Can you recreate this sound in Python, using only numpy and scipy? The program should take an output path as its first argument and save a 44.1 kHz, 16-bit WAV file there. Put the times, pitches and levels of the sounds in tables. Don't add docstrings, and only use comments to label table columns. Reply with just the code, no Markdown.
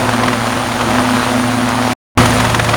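import sys
import numpy as np
from scipy import signal
from scipy.io import wavfile
from scipy.ndimage import uniform_filter1d

SR = 44100
rng = np.random.default_rng(int(sys.argv[2]) if len(sys.argv) > 2 else 0)


def int16_out(signal):
    q = np.round(np.clip(np.atleast_2d(signal).T, -1, 1) * 32767)
    wavfile.write(sys.argv[1], SR, q.astype(np.int16))


def decibels_to_gain(level_db):
    exponent = np.asarray(level_db, float) / 20
    return 10 ** exponent


N = 121716
TIME_S = np.arange(N) / SR

BLADE_HZ, TAIL_PER_BLADE = 20.8, 5.5
BLADE_AT_S, TAIL_AT_S = 0.046, 0.00681
DROP_S, RETURN_S = 1.9335, 2.1745


def evened(x):
    return x / np.sqrt(np.mean(x ** 2) + 1e-20)


def control(index):
    # start_s, exhaust_db, tail_hum_db, wake_tone_db, crackle_db, intake_db; up to the dropout
    hover_before = [(0, -13, -23.5, -19.5, -27.5, -16.5), (.15, -15, -23, -21.5, -21.5, -18),
                    (.3, -14.5, -25, -19.5, -21.5, -18), (.42, -18, -24.5, -26.5, -24.5, -18),
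                    (0.551, -16.5, -28, -22.5, -20.5, -17.5), (.75, -17, -29.5, -26, -26, -17.5),
                    (.95, -12.5, -25.5, -20.5, -19, -16.5), (1.1, -16, -27, -18, -21.5, -16),
                    (1.25, -15.5, -28.5, -22.5, -21, -16), (1.501, -16, -23.5, -16.5, -28, -17),
                    (1.7, -17, -26, -21, -21.5, -17.5), (1.93, -17, -24.5, -19, -21, -16.5)]
    hover_after = [
        (2.174, -5, -11, -13, -16.5, -7.5),
        (2.251, -11, -17, -23.5, -21, -13.5),
        (2.35, -15, -20, -21, -19, -12.5),
        (2.45, -14.5, -19, -24, -20, -15),
        (2.6, -15.5, -19.5, -30, -29.5, -17),
        (2.76, -13, -19.5, -42, -30, -15.5),
    ]
    rows = np.vstack([hover_before, hover_after])
    return np.interp(TIME_S, rows[:, 0], rows[:, index])


def drift(rate_hz):
    smooth = evened(signal.resample(rng.standard_normal(400), 8000))
    return smooth[(TIME_S * rate_hz * 40).astype(int) % 8000]


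def noise(colour_points, patchy_db=0.0):
    frames, hz = N // 256 + 5, np.fft.rfftfreq(1024, 1 / SR)
    real, imag, patches = rng.standard_normal((frames, 513, 3)).T
    patches = uniform_filter1d(patches, size=8, axis=0)
    patches = evened(uniform_filter1d(patches, size=16, axis=1))
    point_hz, point_db = np.transpose(colour_points)
    colour_db = np.interp(np.log(hz + 1), np.log(point_hz), point_db, left=-70, right=-70)
    spectra = (real + 1j * imag) * decibels_to_gain(colour_db[:, None] + patchy_db * patches)
    return evened(signal.istft(spectra, nperseg=1024, noverlap=768)[1][:N])


def tone(multiple, waver_db, sway_rad):
    turns = multiple * BLADE_HZ * (TIME_S - BLADE_AT_S)
    strength = np.sqrt(2) * decibels_to_gain(waver_db * drift(3 + multiple / 4))
    sway = sway_rad * drift(multiple / 2)
    return strength * np.cos(2 * np.pi * turns + sway + 2 * np.pi * rng.random())


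def blade_train(rate_hz, first_s, spread_db, jitter_s):
    luck = np.clip(rng.standard_normal((400, 2)), -2, 1.6)
    at = (first_s + np.arange(400) / rate_hz + jitter_s * luck[:, 1]) * SR
    heard = (at > 0) & (at < N)
    train = np.zeros(N)
    train[at[heard].astype(int)] = decibels_to_gain(spread_db * luck[heard, 0])
    return evened(train) / np.sqrt(SR / rate_hz)


def passes(train, rise_s, fall_s):
    t = np.arange(-1000, 1001) / SR
    burst = np.where(t < 0, np.exp(-(t / rise_s) ** 2), np.exp(-abs(t) / fall_s))
    return signal.oaconvolve(train, burst, "same")


def turbines():
    # pitch_hz, level_db per Hz
    roar_colour = [(37, -23.5), (62, -2), (130, -3.5), (290, -1), (430, -10.5), (620, -3), (1200, -2),
                   (3500, -24)]
    # pitch_hz, level_db per Hz
    hiss_colour = [(1500, -2), (3200, -3), (4700, -7), (5000, -9.5), (6900, -10), (7600, -14),
                   (10500, -19.5), (17500, -23)]
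    # start_s, pitch_hz
    whine_path = [(0, 9290), (.7, 9260), (1.3, 9320), (1.9, 9360), (2.4, 9380), (2.76, 9330)]
    exhaust_db, intake_db = control(index=1), control(index=5)
    roar = decibels_to_gain(exhaust_db - 5) * noise(roar_colour, patchy_db=1.5)
    hiss = decibels_to_gain(intake_db - 8.5 + 0.37 * drift(15)) * noise(hiss_colour, patchy_db=0.46)

    at_s, pitch_hz = np.transpose(whine_path)
    spin = np.exp(2j * np.pi * np.cumsum(np.interp(TIME_S, at_s, pitch_hz)) / SR)
    air = rng.standard_normal((N, 2)) @ [1, 1j]
    whine = 0
    for width_hz, level_db in ((100, 0), (500, 0.5)):
        blur = signal.lfilter(*signal.butter(2, width_hz, fs=SR), air)
        whine = whine + decibels_to_gain(level_db) * evened((spin * blur).real)
    return roar + hiss + decibels_to_gain(intake_db - 22.5 + 0.4 * drift(16)) * whine


def tail_rotor():
    # multiple of blade rate, level_db, waver_db, sway_rad
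    wake_tones = [(12, 0.5, 2.07, 0.35), (11, -7, 4.5, 1.3)]
    # multiple of blade rate, level_db
    blurred_tones = [(16.5, -23), (17.5, -19), (23, -23), (24, -20), (29.5, -15), (35, -19)]
    # pitch_hz, level_db per Hz
    crackle_colour = [(250, -23.5), (600, 2.5), (900, 0), (1600, -4), (3000, -15.5), (6000, -22),
                      (17500, -56.5)]
    # start_s, peak_db
    hard_snaps = [
        (0.085, -9),
        (.093, 0),
        (.985, 2.5),
        (1.138, -4),
        (1.154, -9),
        (1.169, -2.5),
        (1.205, -8),
        (1.230, -9),
        (1.274, -6),
        (1.399, -8),
    ]
    crack_s, snap_s, jitter_s = 0.0017, 0.00021, 0.0005
    hum = decibels_to_gain(control(index=2)) * tone(TAIL_PER_BLADE, 0.4, 0.15)
    clear = sum(decibels_to_gain(db) * tone(k, waver_db, sway_rad) for k, db, waver_db, sway_rad in wake_tones)
    blurred = sum(decibels_to_gain(db) * tone(k, 3, 1.4) for k, db in blurred_tones)
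    wake = decibels_to_gain(control(index=3)) * clear + decibels_to_gain(control(index=1)) * blurred

    rate_hz = TAIL_PER_BLADE * BLADE_HZ
    puffs = passes(blade_train(rate_hz, TAIL_AT_S, 3.2, jitter_s), 0.77 * crack_s, crack_s)
    u = np.arange(-100, 101) / SR / snap_s
    snap = (1 - u ** 2 - 1.4 * u) * np.exp(-u ** 2 / 2)
    snaps = signal.oaconvolve(blade_train(rate_hz, TAIL_AT_S, 4, jitter_s), snap, "same")
    crackle = evened(puffs) * noise(crackle_colour, patchy_db=0.5) + decibels_to_gain(-4) * evened(snaps)

    hard = np.zeros(N)
    for at_s, peak_db in hard_snaps:
        hard[round(at_s * SR)] = decibels_to_gain(peak_db)
    return hum + wake + signal.oaconvolve(hard, snap, "same") + decibels_to_gain(control(index=4)) * crackle


def main_rotor():
    # multiple of blade rate, level_db before the dropout, level_db after
    thump_tones = [(2, -39, -35), (3, -50.5, -31.5), (4, -39.5, -29), (5, -52.5, -58), (6, -38.5, -38),
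                   (7, -51.5, -29.5), (8, -50, -34.5), (9, -59, -30.5), (10, -40, -37.5), (13, -40.5, -56)]
    # start_s, body_db, sizzle_db
    hard_slaps = [(0.093, -23, -27), (0.137, -21, -34), (0.238, -15, -35), (0.284, -12, -28),
                  (0.333, -18, -38), (.47, -21, -31), (0.813, -18, -29), (.858, -31, -42),
                  (0.907, -17, -31), (1.004, -20, -34), (1.69, -22, -26), (1.738, -20.5, -43),
                  (2.209, -11, -35), (2.259, -11.5, -19), (2.308, -23, -25), (2.358, -25, -27),
                  (2.405, -11, -24), (2.452, -11, -26), (2.502, -16, -25), (2.549, -8, -20.5),
                  (2.599, -8.5, -24), (2.648, -14, -25), (2.694, -9.5, -25), (2.742, -9, -30)]
    # pitch_hz, level_db per Hz
    slap_colour = [(150, -16), (500, -8), (1050, 0), (1600, -5), (3000, -10), (7000, -26)]
    # pitch_hz, level_db per Hz
    sizzle_colour = [(1500, 4), (3000, -24), (6000, 5), (10000, -2), (17500, -14)]
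    after = TIME_S > DROP_S
    opened_db = 8 * np.exp(-abs(TIME_S - RETURN_S) / 0.1)
    thump = 0
    for k, before_db, after_db in thump_tones:
        thump = thump + decibels_to_gain(np.where(after, after_db + opened_db, before_db)) * tone(k, 1.4, 0.21)

    body = decibels_to_gain(-20.5) * blade_train(BLADE_HZ, BLADE_AT_S, spread_db=2.5, jitter_s=0.003)
    sizzle = np.zeros(N)
    for at_s, body_db, sizzle_db in hard_slaps:
        body[round(at_s * SR)] += decibels_to_gain(body_db)
        sizzle[round(at_s * SR)] += decibels_to_gain(sizzle_db)
    slaps = passes(body, rise_s=0.004, fall_s=0.005) * noise(slap_colour, patchy_db=2)
    sizzles = passes(sizzle, rise_s=0.0025, fall_s=0.0061) * noise(sizzle_colour, patchy_db=2)
    return thump + slaps + sizzles


def scene():
    return (turbines() + tail_rotor() + main_rotor())[None]


def roll_off(x):
    return signal.sosfilt(signal.butter(12, 17960, fs=SR, output="sos"), x)


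def record(dry):
    cut = signal.sosfilt(signal.butter(3, 36, "high", fs=SR, output="sos"), dry)
    hot = cut / (1 + abs(cut / 0.97) ** 6) ** (1 / 6)

    since_s, until_s = TIME_S - DROP_S, RETURN_S - TIME_S
    inside_s = np.minimum(since_s, 0.6 * until_s)
    dull = signal.lfilter(*signal.butter(2, 1300, fs=SR), hot)
    smear = dull * decibels_to_gain(-27 - 1100 * inside_s) * (inside_s < 0.022)
    edges = smear * (until_s < 0.023) + smear * (since_s < 0.018)
    hot = np.where(inside_s < 0, hot, edges)

    treble_limit = signal.firwin(1023, 17200, window=("kaiser", 5), fs=SR)
    return roll_off(signal.oaconvolve(hot, treble_limit[None], "same"))


dry = scene()
out = record(dry)
int16_out(out)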